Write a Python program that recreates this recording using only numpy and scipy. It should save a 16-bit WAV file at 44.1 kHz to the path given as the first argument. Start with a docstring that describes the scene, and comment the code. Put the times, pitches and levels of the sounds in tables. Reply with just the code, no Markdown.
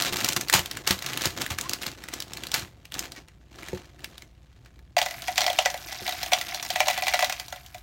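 """Plastic film snaps, creaks and crackles as a cereal liner is pulled open, with dull knocks on its carton.
Then flakes and puffed balls clatter into a hollow plastic cup, over a low hum in a small room.
Film sounds are noise bursts, random ticks and repeated slips, coloured by spectra and resonances.
Carton and cup are banks of struck, decaying modes; pieces add noise clacks and brittle crunches.
Crumbs and sliding flakes are grains of noise; the hum is a sine over filtered noise."""
import sys
import numpy as np
from scipy import signal
from scipy.fft import rfft, irfft
from scipy.io import wavfile

SR = 44100
rng = np.random.default_rng(int(sys.argv[2]) if len(sys.argv) > 2 else 0)


def file_out(sig):
    """Save sig as 16-bit WAV at sys.argv[1]."""
    # one column per channel
    cols = np.atleast_2d(sig).T
    # limit, then scale
    lim = np.clip(cols, -1, 1)
    pcm = np.round(lim * 32767).astype(np.int16)
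    wavfile.write(sys.argv[1], SR, pcm)


N = 344862
TIME = np.arange(N) / SR
POUR_START_S = 4.966

# spectrum of a dry piece clacking on the cup: (frequency [Hz], level [dB])
CLACK_SPECTRUM = [(400, -36), (700, 5), (1150, -5.5), (2200, -3.5), (3500, -7), (5000, -9), (7500, -12),
                  (12000, -35)]
# spectrum of brittle edges breaking: (frequency [Hz], level [dB])
CRUNCH_SPECTRUM = [(1500, -18.5), (3500, 4), (5000, 2), (6700, 1), (8000, -8.5), (9300, -2), (10400, -11),
                   (11700, -8), (16000, -3)]


def from_db(db):
    """Decibels to gain."""
    return 10 ** (np.asarray(db) / 20)


def rms_one(x):
    """Scale to rms 1."""
    return x / np.sqrt(np.mean(x ** 2) + 1e-20)


def attack_one(x, size=220):
    """Scale a hit so that its first samples have rms 1."""
    return x / np.sqrt(np.mean(x[:size] ** 2) + 1e-20)


def over_time(points):
    """Read a (time, level) curve at every sample."""
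    s, level = np.transpose(points)
    return np.interp(TIME, s, level)


def at_hz(points, hz):
    """Read a table on a log-frequency axis."""
    f, value = np.transpose(points)
    return np.interp(np.log(np.maximum(hz, 1)), np.log(f), value)


def add(out, s, sound):
    """Mix a sound in at time s, trimming whatever falls outside the scene."""
    start = round(s * SR)
    sound, start = sound[max(-start, 0):], max(start, 0)
    out[start:start + len(sound)] += sound[:max(N - start, 0)]


def response(spectrum, size=4096):
    """Causal (minimum-phase) impulse response with the given spectrum."""
    magnitude = from_db(at_hz(spectrum, np.fft.rfftfreq(size, 1 / SR)))
    cepstrum = irfft(np.log(magnitude))
    # fold the cepstrum forward in time to get minimum phase
    cepstrum[1:size // 2] *= 2
    cepstrum[size // 2 + 1:] = 0
    return irfft(np.exp(rfft(cepstrum)))[:size // 2]


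def through(x, impulse):
    """Pass a signal through an impulse response."""
    return signal.oaconvolve(x, impulse)[:len(x)]


def band(x, hz, kind, order=2):
    """Butterworth filter."""
    sos = signal.butter(order, np.clip(hz, 10, 0.45 * SR), kind, fs=SR, output="sos")
    return signal.sosfilt(sos, x)


def resonance(x, hz, q):
    """One resonant peak."""
    return signal.lfilter(*signal.iirpeak(min(hz, SR / 3), q, SR), x)


def fading(t60, size):
    """Exponential decay by 60 dB in t60 seconds."""
    return np.exp(-np.log(1000) * TIME[:size] / t60)


def burst(t60, size=4096):
    """Noise that dies away: many close, damped modes."""
    return rng.standard_normal(size) * fading(t60, size)


def struck(modes, scatter_db, tilt_db=0, detune=0.01, size=8192):
    """Ringing modes; each blow lands elsewhere, under a shifting load: new strengths, slightly new pitches."""
    hz, db, t60 = np.transpose(modes)[:, :, None]
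    hz = hz * (1 + detune * rng.standard_normal(hz.shape))
    gain = from_db(db + tilt_db + scatter_db * rng.standard_normal(hz.shape))
    gain = gain * rng.choice([-1, 1], hz.shape)
    return np.sum(gain * np.sin(2 * np.pi * hz * TIME[:size]) * fading(t60, size), axis=0)


def grains(spectrum, per_s, spread_db, t60):
    """Random ticks of uneven size, each a fresh burst of noise that dies away; rms 1."""
    at = np.flatnonzero(rng.random(N) < per_s / SR)
    kicks = np.full(N, 1e-18)
    kicks[at] = from_db(spread_db * np.minimum(rng.exponential(1, N)[at], 4)) ** 2
    # every kick of energy leaks away by 60 dB in t60
    energy = signal.lfilter([1], [1, -from_db(-120 / (t60 * SR))], kicks)
    return rms_one(through(np.sqrt(energy) * rng.standard_normal(N), response(spectrum)))


def swarm(events, spread_s):
    """Level of the small ticks that crowd around each large event."""
    out = np.zeros(N)
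    bell = signal.windows.gaussian(4096, spread_s * SR)
    for s, db, *_ in events:
        add(out, s - len(bell) / 2 / SR, from_db(db) * bell)
    return out


def scattered(start_s, end_s, per_s, level_db, low_hz, high_hz, spread_db=3.5):
    """Chance events whose strength follows a level curve: rows (time [s], level [dB], pitch [Hz])."""
    when, strength, pitch = rng.random((200, 3)).T
    # one event in each slot of 1 / per_s seconds
    s = start_s + (np.arange(len(when)) + when) / per_s
    db = np.interp(s, TIME, level_db) + spread_db * (2 * strength - 1)
    hz = low_hz * (high_hz / low_hz) ** pitch
    return np.transpose([s, db, hz])[s < end_s]


def background(hum_hz=59.2, hum_db=-57, air_db=-54.5):
    """Room rumble with a faint hiss, as filtered noise, and a low sine hum."""
    # (frequency [Hz], level [dB])
    room_tone = [(25, -21), (40, -10), (55, -2), (70, -3), (125, -4), (165, -9), (240, -21), (450, -32),
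                 (800, -37), (1700, -42), (4000, -47), (16000, -60)]
    air = rms_one(through(rng.standard_normal(N), response(room_tone, size=16384)))
    hum = rms_one(np.sin(2 * np.pi * hum_hz * TIME))
    return from_db(air_db) * air + from_db(hum_db) * hum


def effort(attack_s=0.014, release_db_per_s=334):
    """How hard the film is worked, in dB: each tug rises, holds and lets go, over a slower strain."""
    # tugs of the hands: (time of full pull [s], hold [s], crackle level [dB])
    tugs = [(0.0, 0.081, -31), (0.126, 0.18, -31), (0.368, 0.058, -36.5), (0.535, 0.061, -34.5),
            (0.735, 0.063, -43), (0.871, 0.039, -36.5), (1.019, 0.2, -38), (1.217, 0.047, -30.5),
            (1.371, 0.059, -33.5), (1.494, 0.025, -37), (1.6, 0.041, -42), (1.693, 0.048, -39),
            (1.82, 0.056, -36.5), (2.122, 0.058, -42.5), (2.31, .17, -45.5), (2.534, 0.081, -39),
            (2.939, 0.12, -39.5), (3.119, .08, -51), (3.519, 0.31, -53.5), (3.583, 0.19, -46),
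            (3.995, 0.12, -52.5), (4.11, 0.14, -60)]
    # strain between tugs, as its crackle; it eases once the bag is open: (time [s], level [dB])
    strain = [(0, -46.5), (1.85, -47.5), (2.55, -54), (2.72, -62.5), (3.45, -67), (3.85, -57.5),
              (4.38, -68.5), (4.65, -63), (4.93, -70)]
    power = from_db(over_time(strain)) ** 2
    t = TIME[:SR] - attack_s
    rise = np.clip(1 + t / attack_s, 0, 1)
    for s, hold, db in tugs:
        tug_db = db - release_db_per_s * np.maximum(t - hold, 0)
        add(power, s - attack_s, (rise * from_db(tug_db)) ** 2)
    return 10 * np.log10(power)


def snap(film, hz, treble_db, crack_t60=0.013, flutter_db=-19, flutter_t60=0.093, facet_q=3.3, facet_db=-1):
    """A crease flips: a crack, the short ring of its facet, and a flutter of the film around it."""
    kick = burst(crack_t60) + from_db(flutter_db) * burst(flutter_t60)
    # a slack crease flips slowly and sounds dull throughout
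    body = band(through(kick, film), 14000 * from_db(1.7 * treble_db), "low", order=1)
    facet = attack_one(resonance(body, hz, facet_q))
    body = attack_one(attack_one(body) + from_db(facet_db) * facet)
    treble = attack_one(band(kick, 7400, "high", order=3))
    return attack_one(body + from_db(treble_db) * treble)


def creak(film, length, first_rate, last_rate, hz, q, slip_t60=0.0055, rub_db=-1):
    """Near-regular stick-slip jerks, swelling and fading, shake the film and one of its resonances."""
    size = int(length * SR)
    phase = np.cumsum(np.linspace(first_rate, last_rate, size)) / SR
    slips = np.diff(np.floor(phase), prepend=0)
    rub = through(through(slips, fading(slip_t60, size)) * rng.standard_normal(size), film)
    rub = rms_one(band(rub, 2 * hz, "low", order=1))
    sound = rms_one(resonance(slips, hz, q)) + from_db(rub_db) * rub
    return rms_one(sound * signal.windows.tukey(size, 0.5))


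def bag():
    """Snaps, creaks and rushing folds stand over a fine crackle and the dull flexing of the sheet."""
    # loudest creases flipping over: (time [s], level [dB], facet pitch [Hz])
    snaps = [(0.0223, -20, 4300), (0.1255, -31, 2540), (0.2452, -18, 4650), (0.2662, -32, 3450),
             (0.2875, -18.5, 6140), (0.3236, -27, 3160), (0.3315, -26, 6700), (0.3636, -24, 3760),
             (0.4108, -24.5, 5900), (0.4844, -28.5, 4000), (0.4979, -18.5, 1520), (0.528, -19.5, 4050),
             (0.5398, -15, 3860), (0.5932, -24.5, 3490), (0.659, -29, 4040), (0.7125, -28, 3900),
             (0.7706, -28.5, 1580), (0.8753, -18.5, 4400), (0.909, -19, 4260), (0.99, -33.5, 4310),
             (1.0235, -31, 4480), (1.0628, -25.5, 3950), (1.1333, -29.5, 2860), (1.174, -24, 2760),
             (1.2559, -19, 4700), (1.4175, -24.5, 3280), (1.4636, -27.5, 1770), (1.586, -23.5, 1870),
             (1.6113, -26, 7460), (1.6943, -24, 6240), (1.7341, -21.5, 4430), (1.8246, -33, 4100),
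             (1.8655, -26.5, 4370), (2.0384, -35, 1580), (2.086, -32, 1860), (2.1382, -27.5, 5600),
             (2.2027, -28, 5060), (2.223, -31, 3570), (2.3342, -32, 5640), (2.3711, -32.5, 3830),
             (2.436, -30.5, 2750), (2.4688, -32, 4180), (2.517, -27, 4100), (2.5411, -18, 4340),
             (2.8539, -41.5, 2670), (2.9213, -34.5, 3120), (2.9415, -30.5, 4610), (2.9923, -23.5, 6800),
             (3.12, -36, 4870), (3.2837, -48, 1980), (3.685, -35, 2020), (4.0439, -30, 2500),
             (4.1803, -39, 3420), (4.2214, -41, 2040), (4.6596, -49.5, 1884), (4.7916, -53.5, 1700),
             (5.3585, -35, 6500), (7.524, -45, 6500)]
    # film sticking and slipping under the fingers:
    # (time [s], length [s], slips at start [1/s], slips at end [1/s], level [dB], resonance [Hz], Q [-])
    creaks = [(0.04, 0.069, 360, 244, -35, 3830, 14), (1.019, 0.2, 137, 120, -45, 135, 12),
              (1.621, 0.062, 290, 394, -41.5, 1060, 15), (3.155, 0.043, 390, 360, -47, 2100, 8.4)]
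    # whole folds giving way in a rush of small snaps: (time [s], level [dB], t60 [s])
    crushes = [(0.364, -19.5, 0.056), (0.526, -25, 0.22), (.537, -16.5, 0.19), (.872, -24, 0.25),
               (.908, -23.5, .12), (1.243, -30.5, 0.3), (1.413, -37, 0.16), (1.504, -26, 0.1),
               (2.545, -25.5, 0.24), (3.747, -44, 0.088)]
    # colours of snaps and creaks, of the crackle, and of the flexing: (frequency [Hz], level [dB])
    film_spectrum = [(100, -18), (300, -4.5), (700, -7.5), (1600, -0.5), (4000, 2.5), (7000, 0.5),
                     (9000, -7), (10500, -21), (16000, -25)]
    crackle_spectrum = [(200, -13), (450, -5.5), (800, 1.5), (1500, 3.5), (4100, 1.5), (5200, -2.5),
                        (6800, -1), (10400, -13), (12000, -7), (15500, -12)]
    flex_spectrum = [(50, -31.5), (90, -9.5), (130, 0.5), (180, -5), (240, -2.5), (340, 0.5), (460, -11.5),
                     (700, -7.5), (1500, -35.5)]
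    out, film, effort_db = np.zeros(N), response(film_spectrum), effort()

    # lesser creases flip at random, 3 dB over the crackle on average
    small = scattered(0, POUR_START_S, per_s=10, level_db=effort_db + 3, low_hz=1500, high_hz=6500)
    for s, db, hz in [*snaps, *small]:
        # small facets and hard snaps are brighter: 1 dB per octave, 0.16 dB per dB
        treble_db = -4.5 + np.log2(hz / 4000) + 0.16 * (db + 25)
        add(out, s, from_db(db) * snap(film, hz, treble_db))

    for s, length, first_rate, last_rate, db, hz, q in creaks:
        add(out, s, from_db(db) * creak(film, length, first_rate, last_rate, hz, q))

    rush = from_db(-16) * swarm(snaps, spread_s=0.005)
    for s, db, t60 in crushes:
        add(rush, s, from_db(db) * fading(t60, size=16384))
    out += rush * grains(crackle_spectrum, per_s=2200, spread_db=1.5, t60=0.005)

    crackle = grains(crackle_spectrum, per_s=550, spread_db=3.0, t60=0.011)
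    # gentle handling is duller: below -30 dB the top falls 0.55 dB per dB of effort
    dull = band(crackle, 4800, "low", order=1)
    crackle = dull + (crackle - dull) * np.clip(from_db(0.55 * (effort_db + 30)), 0, 1)
    # the whole sheet flexes with 0.71 of the swing of the effort
    flex = grains(flex_spectrum, per_s=300, spread_db=-0.5, t60=0.012)
    flex_db = -41.5 + 0.71 * (effort_db + 35)
    handling = from_db(effort_db) * crackle + from_db(flex_db) * flex
    return out + (TIME < POUR_START_S) * handling


def carton():
    """Knocks on the cardboard; a soft contact reaches only its lowest modes."""
    # (time [s], level [dB], contact cut-off [Hz])
    bumps = [(0.123, -35.5, 500), (0.365, -33, 350), (.545, -26.5, 257), (0.591, -34, 110),
             (0.906, -26, 200), (1.261, -32.5, 150), (1.508, -35.5, 110), (2.621, -40, 111.5),
             (3.731, -28, 520), (6.018, -40.5, 500)]
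    # cardboard modes: (frequency [Hz], level [dB], t60 [s])
    modes = [(85, -9.5, 0.18), (130, -2.5, 0.055), (192, -4, 0.14), (275, -3.5, 0.032), (359, -1, 0.17),
             (398, 4.5, 0.015), (520, 3, 0.021), (900, -2, 0.026)]
    out = np.zeros(N)
    for s, db, contact_hz in bumps:
        knock = band(struck(modes, scatter_db=2.5), contact_hz, "low")
        add(out, s, from_db(db) * attack_one(knock, size=600))
    return out


def landing(clack, hz, crack_t60=0.015, focus_db=9, wall_db=-3, settle_db=-18, settle_t60=0.15,
            contact_s=0.00071, piece_db=-4):
    """A dry piece clacks on the cup and settles; piece and wall ring most near hz."""
    # modes of the cup's wall: (frequency [Hz], level [dB], t60 [s])
    wall_modes = [(1406, -1, 0.096), (1576, 6, 0.012), (1985, 4, 0.083), (2160, -5.5, 0.076),
                  (2500, 5.5, 0.026), (2430, -1, 0.021), (2560, -15, 0.16), (2760, -12, 0.036),
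                  (3350, -18, 0.036), (3290, 12.5, 0.011), (3410, -1, 0.015), (3500, -6, 0.09),
                  (3826, 2.5, 0.045), (4250, -9.5, 0.21), (4400, -26.5, 0.095), (5730, 2.5, 0.06),
                  (5860, 2.5, 0.036), (6430, -8, 0.0088), (7000, -6, 0.09), (7960, -10, 0.1)]
    kick = burst(crack_t60) + from_db(settle_db) * burst(settle_t60)
    crack = attack_one(through(kick, clack), size=350)
    piece = from_db(piece_db) * attack_one(resonance(crack, hz, q=6), size=350)
    # wall modes weaken by focus_db per octave away from hz
    octaves = np.abs(np.log2(np.array(wall_modes)[:, :1] / hz))
    wall = struck(wall_modes, scatter_db=4.5, tilt_db=-focus_db * octaves, size=4096)
    wall = from_db(wall_db) * attack_one(wall, size=350)
    contact = 1 - np.exp(-TIME[:len(wall)] / contact_s)
    return attack_one((crack + piece + wall) * contact, size=350)


def hollow():
    """The cup's body takes a moment to swing up and radiates little below its lowest mode."""
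    # lowest modes of the cup: (frequency [Hz], level [dB], t60 [s])
    body_modes = [(606, -2, .08), (640, -3, .06), (728, 1, .075), (772, -1, .055), (950, -10, .05),
                  (1015, -13, .05)]
    ring = band(struck(body_modes, scatter_db=2, size=5500), 555, "high", order=10)
    return attack_one(band(ring, 1200, "low"), size=600)


def brittle_edges(crunch):
    """Brittle edges crack, then scrape along the wall."""
    return attack_one(through(burst(0.02) + from_db(-15) * burst(0.12), crunch), size=350)


def patter():
    """Small crumbs hitting the cup, each size with a pitch of its own; rms 1."""
    crumbs = np.zeros(N)
    for hz in (2040, 2420, 3770, 5160):
        ticks = grains(CLACK_SPECTRUM, per_s=80, spread_db=2.8, t60=0.014)
        crumbs += rms_one(resonance(ticks, hz, q=2.5))
    crumbs = rms_one(crumbs)
    crumbs += from_db(-6) * grains(CRUNCH_SPECTRUM, per_s=200, spread_db=3.3, t60=0.013)
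    # each also gives the hollow body a faint knock
    knocks = band(crumbs, [590, 810], "band", order=4)
    return rms_one(crumbs + from_db(-8.5) * rms_one(knocks))


def cereal():
    """Big pieces land one by one amid a patter of crumbs, while flakes hiss down the film."""
    # loudest pieces: (time [s], clack level [dB], hollow ring level [dB], brightest pitch [Hz])
    landings = [(4.9664, -22.5, -18, 2380), (4.9812, -24, -32.5, 2200), (4.9874, -22, -36, 2040),
                (5.0155, -22.5, -29, 3300), (5.0263, -29.5, -35, 4440), (5.0609, -27.5, -32, 2000),
                (5.1094, -35, -42, 2020), (5.2813, -27, -27.5, 2070), (5.3789, -17, -28, 3300),
                (5.4069, -22, -29.5, 4130), (5.416, -23, -31, 3850), (5.4417, -27.5, -33, 2450),
                (5.4645, -21.5, -29, 4440), (5.4786, -25, -29, 2060), (5.5003, -25.5, -27, 3320),
                (5.5874, -16, -22.5, 3100), (5.6577, -18.5, -21.5, 1960), (5.7014, -34, -44, 5800),
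                (5.742, -32, -29.5, 2000), (5.9243, -36, -37, 2020), (6.0778, -28, -33, 3920),
                (6.0924, -32.5, -48, 2020), (6.1236, -30.5, -36, 3880), (6.2307, -30, -48, 3880),
                (6.3201, -23, -24.5, 2460), (6.3329, -16, -27, 3230), (6.4122, -28.5, -41.5, 2000),
                (6.5456, -29.5, -38, 4370), (6.6272, -33.5, -48, 5340), (6.7031, -25, -37.5, 4140),
                (6.7582, -24, -27, 2500), (6.8033, -15.5, -18, 2370), (6.8687, -35, -27, 2560),
                (6.883, -19.5, -32, 2460), (6.9002, -26, -35, 2360), (6.9092, -29, -46, 2500),
                (6.9791, -35, -30.5, 2370), (7.0223, -27, -28.5, 2530), (7.0681, -25, -32, 2380),
                (7.0816, -21, -32, 2550), (7.1372, -20.5, -22.5, 2040), (7.1915, -22.5, -28.5, 2600),
                (7.2248, -21, -21.5, 2100), (7.2444, -25.5, -47, 3740), (7.2967, -28, -37.5, 2110),
                (7.3242, -29, -41, 2460), (7.398, -33.5, -44.5, 2350), (7.5255, -35, -38, 1580),
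                (7.5601, -45, -45, 3860), (7.7453, -41.5, -40, 2390)]
    # flow of cereal, as the patter of crumbs: (time [s], level [dB])
    flow = [(5.1, -45), (5.14, -44), (5.58, -38), (5.72, -50), (5.96, -39.5), (6.3, -38), (6.64, -39.5),
            (7.16, -32.5), (7.49, -50), (7.82, -61.5)]
    # colour of flakes on film: (frequency [Hz], level [dB])
    slide_spectrum = [(150, 13), (340, 19.5), (460, 7), (1500, 18.5), (4000, -5), (7000, 6), (9300, 5.5),
                      (10400, 2.5), (11500, 13), (15500, 1.5)]
    out, clack, crunch = np.zeros(N), response(CLACK_SPECTRUM), response(CRUNCH_SPECTRUM)
    flow_db = over_time(flow)

    # lighter pieces land at random; clack 2.5 dB over the patter, hollow ring 7 dB under it
    chance = scattered(POUR_START_S, N / SR, per_s=10, level_db=flow_db, low_hz=1970, high_hz=4180)
    small = [(s, db + 2.5, db - 7, hz) for s, db, hz in chance]
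    for s, clack_db, hollow_db, hz in [*landings, *small]:
        add(out, s, from_db(clack_db) * landing(clack, hz))
        add(out, s, from_db(hollow_db) * hollow())
        # crunch follows the blow; round pieces, which make the cup ring, crunch less
        crunch_db = -31.5 + (clack_db + 27) - 0.47 * (hollow_db + 34)
        add(out, s, from_db(crunch_db) * brittle_edges(crunch))

    crumb_gain = from_db(flow_db) + from_db(-18) * swarm(landings, spread_s=0.004)
    crumbs = crumb_gain * patter()
    # flakes slide with 0.36 of the swing of the flow, until the bag is tipped back
    tip_back_s, release_db_per_s = 6.9, 7
    slide_db = -47 + 0.36 * (flow_db + 40) - release_db_per_s * np.maximum(TIME - tip_back_s, 0)
    hiss = band(grains(slide_spectrum, per_s=600, spread_db=3.0, t60=0.01), 70, "high")
    flakes = from_db(slide_db) * hiss
    return out + (crumbs + flakes) * (TIME >= POUR_START_S)


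def room(x, wet_db=-13, first_echo_s=0.0017, size=20000):
    """Diffuse echoes: bands of noise, each with its own decay, under a softened top."""
    # reverberation: (frequency [Hz], t60 [s])
    decay = [(100, 0.14), (700, 0.24), (2000, 0.1), (5000, 0.14), (14000, 0.27)]
    tail, edges = np.zeros(size), np.geomspace(60, 18000, 9)
    for low, high in zip(edges, edges[1:]):
        noise = band(rng.standard_normal(size), [low, high], "band")
        tail += noise * fading(at_hz(decay, np.sqrt(low * high)), size)
    tail = band(tail * (TIME[:size] > first_echo_s), 12000, "low", order=1)
    return x + from_db(wet_db) * through(x, tail / np.sqrt(np.sum(tail ** 2)))


def scene():
    """Bag, carton and cup share one small room, over its rumble and hum."""
    return (background() + room(bag() + carton() + cereal()))[None]


def record(dry, cutoff_hz=15900):
    """The top is cut steeply."""
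    return signal.sosfilt(signal.ellip(10, 0.2, 80, cutoff_hz, fs=SR, output="sos"), dry)


dry = scene()
out = record(dry)
file_out(out)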